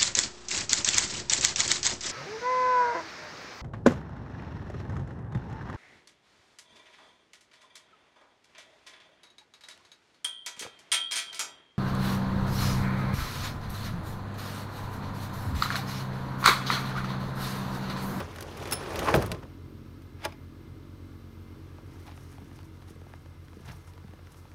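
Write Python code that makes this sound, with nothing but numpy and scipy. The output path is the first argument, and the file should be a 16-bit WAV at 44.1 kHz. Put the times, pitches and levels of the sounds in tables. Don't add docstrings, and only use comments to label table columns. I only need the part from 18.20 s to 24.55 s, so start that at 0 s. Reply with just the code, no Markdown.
import sys
import numpy as np
from scipy import signal
from scipy.fft import rfft, irfft
from scipy.io import wavfile

SR = 44100
rng = np.random.default_rng(int(sys.argv[2]) if len(sys.argv) > 2 else 0)


def output_pcm(signal):
    pcm = np.clip(np.atleast_2d(signal).T, -1, 1) * 32767
    wavfile.write(sys.argv[1], SR, np.round(pcm).astype(np.int16))


N = 279946
TIME = np.arange(N) / SR
EDGES = 40 * 2 ** np.arange(0, 8.8, .5)
TINY = 1e-18

# frequency_hz, level_db (per Hz)
CONTACT_SPECTRUM = [(200, -39), (600, -0.5), (1500, -0.5), (2600, 1.5), (3300, -1.5), (5500, -5.5),
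                    (7500, -5), (10000, -13), (13500, -14), (16000, -12)]
# time_s, loss_db (gain of the upper orders, other layers take a share)
TURNED_AWAY = [(1.3, -0.5), (2.6, 0.5), (4.0, -2), (4.5, -5.5), (5.2, -9.5), (6.35, -15)]


def amp(db):
    return 10 ** (np.asarray(db) / 20)


def rms_one(x):
    return x / np.sqrt(np.mean(x ** 2) + 1e-20)


def in_time(rows, outside=None):
    s, *columns = np.transpose(rows)
    return [np.interp(TIME, s, column, outside, outside) for column in columns]


def at_hz(points, hz):
    point_hz, level_db = np.transpose(points)
    return np.interp(np.log(hz), np.log(point_hz), level_db)


def drift(rate_hz):
    step = 40
    r = np.exp(-2 * np.pi * rate_hz * step / SR)
    white = rng.standard_normal(N // step + 2002)
    slow = signal.lfilter([1], [1, -2 * r, r * r], white)[2000:]
    return np.interp(np.arange(N) / step, np.arange(len(slow)), rms_one(slow))


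def swell(peak_s, peak_db, rise_s, t60_s):
    power = np.zeros(N)
    for s, db, fall_s in np.broadcast(peak_s, peak_db, t60_s):
        distance = np.maximum((s - TIME) / rise_s, (TIME - s) / fall_s)
        power += amp(2 * (db - 60 * distance))
    return np.sqrt(power)


def band_pass(x, low_hz, high_hz, order=2):
    return signal.sosfilt(signal.butter(order, [low_hz, high_hz], "band", fs=SR, output="sos"), x)


def bands(sources):
    for k, (low, high) in enumerate(zip(EDGES, EDGES[1:])):
        yield np.sqrt(low * high), band_pass(sources[k % 2], low, high)


def low_noise(low_hz, high_hz):
    return rms_one(band_pass(rng.standard_normal(N), low_hz, high_hz, order=3))


def coloured(spectrum):
    hz = np.maximum(np.fft.rfftfreq(N, 1 / SR), 1)
    return rms_one(irfft(rfft(rng.standard_normal(N)) * amp(at_hz(spectrum, hz)), N))


def grains(per_s, spread_db):
    luck = np.minimum(rng.exponential(1, (2, N)), 4)
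    sizes = amp(spread_db * luck) * rng.choice([-1, 1], (2, N))
    hits = rng.random((2, N)) < per_s / SR
    return rms_one(sizes * hits) + TINY


def ring(modes, blows, spread_db, longest_s, lag_cycles):
    s, db = np.transpose(blows)
    luck = rng.normal(0, 1, (len(s), len(modes)))
    out = np.zeros(N)
    for k, (hz, level_db, t60_s) in enumerate(modes):
        r = amp(-60 / (np.clip(t60_s, .01, longest_s) * SR))
        w = 2 * np.pi * hz / SR
        clicks = np.full(N, TINY)
        at = ((s + lag_cycles / hz) * SR).astype(int)
        clicks[at] = amp(db + level_db + spread_db * luck[:, k]) * (-1) ** k
        out += signal.lfilter([0, np.sin(w)], [1, -2 * r * np.cos(w), r * r], clicks)
    return out


def cracks(rows, t60_s, snap_db, lows_last):
    out, after = np.zeros(N), TIME[:SR // 4]
    white = rng.standard_normal((2, N))
    rise_s = .0012
    rise = np.minimum(after / rise_s, 1) ** 2
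    for k, (low, high) in enumerate(zip(EDGES, EDGES[1:])):
        hz = np.sqrt(low * high)
        octaves = np.log2(hz / 3000)
        burst = rise * amp(-60 * after / (t60_s * (hz / 3000) ** -lows_last))
        shape, snaps = np.zeros(N + len(after)), np.zeros(N)
        for s, crack_db, tilt_db in rows:
            level_db = crack_db + at_hz(CONTACT_SPECTRUM, hz) + tilt_db * octaves
            i = int(s * SR)
            shape[i:i + len(after)] += amp(level_db) * burst
            snaps[i + round(rise_s * SR)] = amp(level_db + snap_db) * (-1) ** k
        out += band_pass(shape[:N] * white[k % 2] + snaps + TINY, low, high)
    return out


def rolling():
    # time_s, level_db
    roll_table = [(0.0, -37.5), (0.05, -49.5), (0.3, -49.5), (0.45, -43.5), (0.62, -43), (0.72, -41.5),
                  (0.83, -36.5), (0.92, -43.5), (0.95, -36.5), (1.2, -58), (1.45, -76)]
    # time_s, panel_boom_db, wood_rumble_db, roller_rattle_db
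    jolt_table = [(0.004, -43, -68, -57.5), (0.536, -49, -51, -38), (0.786, -39, -35, -47),
                  (0.828, -52, -32.5, -52), (0.873, -35.5, -49, -23), (0.888, -38, -29, -20.5),
                  (0.903, -37, -36, -31), (0.945, -22.5, -21.5, -27), (1.026, -32.5, -36, -32),
                  (1.068, -36, -46, -43), (1.105, -38.5, -48, -57), (1.118, -49, -39, -45),
                  (1.23, -41.5, -50, -50)]
    # frequency_hz, level_db (per Hz)
    rumble_spectrum = [(150, -31), (230, -2), (400, 8), (620, 2), (900, 8), (1400, -1), (2200, -10),
                       (3200, -41)]
    hiss_spectrum = [(880, -57), (1500, 9.5), (2230, 7), (2390, 9.5), (3880, 2.5), (5770, 3), (7240, -1.5),
                     (14500, -11.5), (16000, -36)]
    boom_db, wood_db, hiss_db = -3.5, 1, -4
    jolt_rise_s, boom_lag_s, jolt_hiss_db = 0.062, 0.0064, -16.5

    contact = []
    for hz, band in bands(grains(per_s=1300.0, spread_db=2.8)):
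        contact.append((hz, amp(at_hz(rumble_spectrum, hz) + 2.0 * drift(42.0)) * band))
    wood = rms_one(sum(band for hz, band in contact if hz < 650))
    rattle = rms_one(sum(band for hz, band in contact if hz > 650))
    hiss = 0
    for hz, band in bands(grains(per_s=6000.0, spread_db=1.2)):
        hiss = hiss + amp(at_hz(hiss_spectrum, hz) + 2.45 * drift(30.0)) * band

    roll = amp(in_time(roll_table, outside=-120)[0])
    s, jolt_boom_db, jolt_wood_db, jolt_rattle_db = np.transpose(jolt_table)
    boom_jolt = swell(s + boom_lag_s, jolt_boom_db, jolt_rise_s, t60_s=0.39)
    wood_jolt = swell(s, jolt_wood_db, jolt_rise_s, t60_s=0.28)
    rattle_jolt = swell(s, jolt_rattle_db, jolt_rise_s, t60_s=0.12)
    return (np.hypot(amp(boom_db) * roll, boom_jolt) * low_noise(51, 181)
            + np.hypot(amp(wood_db) * roll, wood_jolt) * wood
            + np.hypot(roll, rattle_jolt) * rattle
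            + np.hypot(amp(hiss_db) * roll, amp(jolt_hiss_db) * rattle_jolt) * rms_one(hiss))


def knocks():
    # time_s, level_db (of the crack, relative), tilt_db (per octave about 3 kHz)
    knock_table = [(0.0024, -29.5, -1), (0.159, -33.5, 1), (0.184, -32.5, -2), (0.2064, -31, 4.5),
                   (0.2239, -30, 2.5), (0.281, -43, -10.5), (0.372, -38, 5), (0.4242, -34, -3.5),
                   (0.4543, -30, -1), (0.473, -30.5, 0), (0.5104, -26, 5), (0.5221, -17, 1.5),
                   (0.531, -24, 7.5), (0.7048, -34, -1), (0.7428, -38, -12), (0.7573, -25.5, 2),
                   (0.7905, -21, 1.5), (0.845, -28, 1.5), (0.8576, -27, -1), (0.8739, -26, -10),
                   (0.9099, -30, 1), (0.9338, -30.5, -9.5), (0.9395, -12, -6), (0.9485, -30, 8.5),
                   (0.958, -27, 6.5), (1.0228, -29.5, 5), (1.0603, -36.5, 8), (1.0672, -52, 3),
                   (1.1159, -20, 0.5), (1.1457, -38, -3), (1.2314, -43, -3.5), (1.8195, -48, 1.5)]
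    # frequency_hz, level_db (relative), t60_s (held to 0.3 s at most)
    panel_modes = [(67, -11, 0.13), (102, -12, 0.26), (154, -19, 0.18), (207, -1, 0.063), (255, -7.5, 0.15),
                   (331, -9, 0.34), (409.5, -4, 0.41), (498, -15, 0.34), (636, -2, .15), (646, -44, 0.1),
                   (816, -4, 0.25), (1037, -5, 0.2), (1170, -39, 0.045), (1496, 6, 0.044),
                   (1620, -49, 0.035), (2230, -47, 0.055)]
    body_db, loss_per_tilt = -21, 1
    blows = [(s, db + body_db - loss_per_tilt * tilt) for s, db, tilt in knock_table]
    panels = ring(panel_modes, blows, spread_db=3.0, longest_s=.3, lag_cycles=.5)
    return cracks(knock_table, t60_s=0.037, snap_db=10.5, lows_last=0.12) + panels


def pin():
    # frequency_hz, level_db (relative), t60_s
    pin_modes = [(1330, -7, .095), (5289, -5, .17), (5357, -9, .14), (10008, -4, .2), (10080, -2, .11),
                 (15720, -16, .12)]
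    # time_s, level_db (before the mode levels)
    pin_blows = [(0.5203, -25), (.664, -68)]
    return ring(pin_modes, pin_blows, spread_db=.5, longest_s=.2, lag_cycles=0)


def engine():
    # time_s, firing_hz (before a slight random wander)
    firing_table = [(0.0, 45.55), (0.45, 44.97), (1.2, 45.26), (1.6, 44.81), (1.9, 45.87), (2.15, 44.76),
                    (2.65, 46.34), (3.1, 45.5), (3.6, 45.89), (3.98, 44.76), (4.35, 46.39), (4.85, 44.7),
                    (5.2, 45.93), (5.5, 45.4), (5.8, 46.49), (6.08, 44.45), (6.35, 45.47)]
    # multiple, level_db (relative within each group)
    low_orders = [(1, -1), (1.5, -16), (2, 4.5), (2.5, -16.5), (3, -1)]
    upper_orders = [(4, -22.5), (5, -1.5), (6, -3), (7, -3), (8, -13), (9, -8.5), (10, -14)]
    # frequency_hz, level_db (per Hz)
    exhaust_spectrum = [(35, -23), (60, -12), (88, 14), (130, 10), (200, 2), (330, 7.5), (450, -11),
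                        (600, -7), (900, -59)]
    low_db, upper_db, exhaust_db = -54.5, -57, -51
    low_share, exhaust_share = 0.26, 0.42

    (firing_hz,), (loss_db,) = in_time(firing_table), in_time(TURNED_AWAY)
    phase = 2 * np.pi * np.cumsum(firing_hz * (1 + .0003 * drift(6.0))) / SR
    low = sum(amp(db + 0.33 * drift(12.0)) * np.cos(k * phase) for k, db in low_orders)
    upper = sum(amp(db + 2.6 * drift(1.86)) * np.cos(k * phase) for k, db in upper_orders)
    orders = amp(low_db + low_share * loss_db) * low + amp(upper_db + loss_db) * upper
    exhaust_gain = amp(exhaust_db + exhaust_share * loss_db + 1.1 * drift(2.6))
    exhaust = coloured(exhaust_spectrum) * (1 + 0.083 * np.cos(phase)) * exhaust_gain
    return -np.sqrt(2) * orders + exhaust


def steady_tones():
    # frequency_hz, level_db (rms, before drift and turning loss)
    hum_partials = [(83.1, -52), (166.2, -66)]
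    # time_s, level_db (rms, before drift)
    whine_table = [(0, -87), (1.1, -88), (1.3, -81), (3.3, -82), (3.65, -94), (6.35, -88)]
    hum = sum(amp(db + 0.49 * drift(3.2)) * np.sin(2 * np.pi * hz * TIME) for hz, db in hum_partials)
    hum_gain = amp(0.12 * in_time(TURNED_AWAY)[0])
    whine_hz = 13582 + 12.0 * drift(25.0)
    whine_gain = amp(in_time(whine_table)[0] + 3.0 * drift(13.0))
    whine = whine_gain * np.sin(2 * np.pi * np.cumsum(whine_hz) / SR)
    return np.sqrt(2) * (hum_gain * hum + whine)


def air():
    # frequency_hz, level_db (per Hz)
    air_spectrum = [(300, -15.5), (450, -4), (600, -14.5), (850, -13.5), (1250, -9.5), (1900, -20.5),
                    (2800, -20.5), (4200, -23), (6000, -27), (7300, -28.5), (9000, -31.5), (11500, -34),
                    (13500, -31.5), (16000, -40)]
    # frequency_hz, width_hz, level_db (relative)
    whirr_peaks = [(977, 21, -1.5), (1673, 91, -1.5), (2074, 40, -0.5), (3520, 40, -13), (3970, 30, -9.5),
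                   (5470, 67, -11), (7900, 100, -12)]
    whirr, white = 0, rng.standard_normal(N)
    for hz, width_hz, db in whirr_peaks:
        r = np.exp(-np.pi * width_hz / SR)
        peak = signal.lfilter([1, 0, -1], [1, -2 * r * np.cos(2 * np.pi * hz / SR), r * r], white)
        whirr = whirr + amp(db + 1.2 * drift(3.0)) * rms_one(peak)
    return amp(-60 + .5 * drift(1.0)) * coloured(air_spectrum) + amp(-73) * whirr


def latch():
    # time_s, level_db (of the crack, relative), tilt_db (per octave about 3 kHz)
    latch_clicks = [(2.0406, -34, -1), (2.0448, -30, -0.8), (2.0498, -17.5, 0.13), (2.0576, -49, -1.1),
                    (2.1032, -56, -1), (2.1219, -40.5, -0.87)]
    # frequency_hz, level_db (relative), t60_s (held between 0.01 and 0.12 s)
    plate_modes = [(347, -9, 0.092), (400, -15, 0.089), (576, -14, 0.14), (647, -7, 0.09),
                   (853, -3.5, 0.095), (969, -10.5, 0.097), (1133, -6.5, 0.07), (1397, -9, 0.066),
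                   (1687, -4, 0.034), (2160, -21, 0.029), (2480, 5, 0.0098), (2780, -16, 0.015),
                   (4890, -4, 0.019), (5080, -15, .09)]
    slide = 0
    for hz, band in bands(grains(per_s=2700.0, spread_db=2.9)):
        if hz > 500:
            slide = slide + amp(at_hz(CONTACT_SPECTRUM, hz) - 4.5 * np.log2(hz / 3000)) * band
    scrape = swell(2.045, -42, rise_s=0.18, t60_s=0.28) * rms_one(slide)
    body_db = -8
    blows = [(s, db + body_db) for s, db, _ in latch_clicks]
    plate = ring(plate_modes, blows, spread_db=2.0, longest_s=.12, lag_cycles=3)
    return scrape + cracks(latch_clicks, t60_s=0.038, snap_db=1, lows_last=0.27) + plate


def snow_crunch():
    crunch = 0
    for hz in np.geomspace(750, 5500, 14):
        r = amp(-60 * hz / (9.0 * SR))
        clicks = grains(per_s=220.0, spread_db=3.5)[0]
        snap = signal.lfilter([1 - r], [1, -2 * r * np.cos(2 * np.pi * hz / SR), r * r], clicks)
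        crunch = crunch + amp(-2.5 * np.log2(hz / 1500)) * rms_one(snap)
    return rms_one(crunch)


def cloth_hiss():
    cloth = 0
    for hz, band in bands(grains(per_s=5500.0, spread_db=1.8)):
        if hz > 5000:
            cloth = cloth + amp(at_hz(CONTACT_SPECTRUM, hz) + 1.7 * drift(22.0)) * band
    return rms_one(cloth)


def footwork():
    # time_s, crunch_db, cloth_db (before random lumps)
    shuffle_table = [(3.3, -78, -95), (3.6, -78, -82), (3.75, -60, -66.5), (4.0, -66.5, -67.5),
                     (4.4, -62.5, -72), (4.55, -98, -79), (4.95, -63, -72.5), (5.15, -96, -82),
                     (5.4, -62, -70), (5.7, -83, -77), (6.1, -68, -75), (6.35, -87, -70.5)]
    # peak_s, crunch_db, cloth_db, t60_s
    step_table = [(3.875, -47, -75, 0.17), (3.92, -51, -77, 0.083), (4.04, -68, -71, 0.12),
                  (4.55, -74, -63.5, .15), (4.62, -57, -67, .12), (4.685, -56.5, -62, .25),
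                  (5.46, -51.5, -56.5, .4), (5.487, -45.5, -67, 0.2), (5.515, -48, -59, 0.12),
                  (5.68, -57, -59, .15), (6.125, -75, -60, 0.17), (6.179, -75, -58, 0.14)]
    s, crunch_db, cloth_db, t60_s = np.transpose(step_table)
    lumps_db = 1.5 * drift(6.4)
    shuffle_crunch, shuffle_cloth = amp(in_time(shuffle_table, outside=-120) + lumps_db)
    step_rise_s = 0.059
    crunch_gain = np.hypot(shuffle_crunch, swell(s, crunch_db, step_rise_s, t60_s))
    cloth_gain = np.hypot(shuffle_cloth, swell(s, cloth_db, step_rise_s, t60_s))
    return crunch_gain * snow_crunch() + cloth_gain * amp(3.1 * drift(43.0)) * cloth_hiss()


def handling():
    # time_s, level_db (of the crack, relative), tilt_db (per octave about 3 kHz)
    creak_table = [(3.582, -42.5, -8.5), (3.975, -37.5, -5), (4.126, -41, -1), (4.181, -44.5, -8.5),
                   (4.215, -52, -10), (4.312, -42.5, -6), (4.388, -38.5, -5), (4.43, -42, 0),
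                   (4.571, -47, -2), (4.615, -53, 0), (4.754, -52, 1), (4.814, -47, -8), (4.865, -51, -10),
                   (4.898, -50.5, -9), (4.936, -39, -8.5), (5.058, -44.5, -9), (5.282, -42, -3),
                   (5.33, -42, -7.5), (5.37, -54, -9), (5.396, -52, -8), (5.476, -43, -3.5),
                   (5.735, -44.5, 0), (5.777, -42, -5), (5.839, -48.5, -8), (5.88, -46, -5),
                   (5.908, -47, -4), (5.934, -43.5, -6.5), (5.99, -52, -11), (6.07, -42, -4.5),
                   (6.143, -45, -5), (6.252, -50, -9.5), (6.315, -44, -3)]
    # time_s, level_db (before the mode levels)
    thud_table = [(4.218, -35.5), (4.256, -43), (4.315, -43), (4.427, -44), (4.705, -33), (4.762, -34.5),
                  (4.816, -34), (4.868, -38), (5.309, -44), (5.334, -41), (5.368, -31.5), (5.4, -38),
                  (5.784, -43), (5.844, -33), (5.888, -40), (5.934, -37), (5.991, -50), (6.14, -50),
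                  (6.249, -45)]
    # frequency_hz, level_db (relative), t60_s
    case_modes = [(107, -13, 0.068), (193, -5.5, 0.06), (316, -4.5, 0.02), (460, -9, 0.023)]
    creaks = cracks(creak_table, t60_s=0.013, snap_db=10, lows_last=0.24)
    thuds = ring(case_modes, thud_table, spread_db=2.5, longest_s=.08, lag_cycles=0)
    thump = swell(5.49, -38, rise_s=0.21, t60_s=0.31) * low_noise(52, 145)
    return creaks + thuds + thump


def scene():
    door = rolling() + knocks() + pin()
    background = engine() + steady_tones() + air()
    return (door + background + latch() + footwork() + handling())[None]


def record(dry):
    dip_hz, dip_width_hz, dip_share = 7370, 2500, 0.51
    dry = signal.sosfilt(signal.butter(6, 40, "high", fs=SR, output="sos"), dry)
    dip = signal.lfilter(*signal.iirpeak(dip_hz, dip_hz / dip_width_hz, fs=SR), dry)
    top_cut = signal.ellip(10, .5, 70, 15800, fs=SR, output="sos")
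    return signal.sosfilt(top_cut, dry - dip_share * dip)


dry = scene()
out = record(dry)
output_pcm(out)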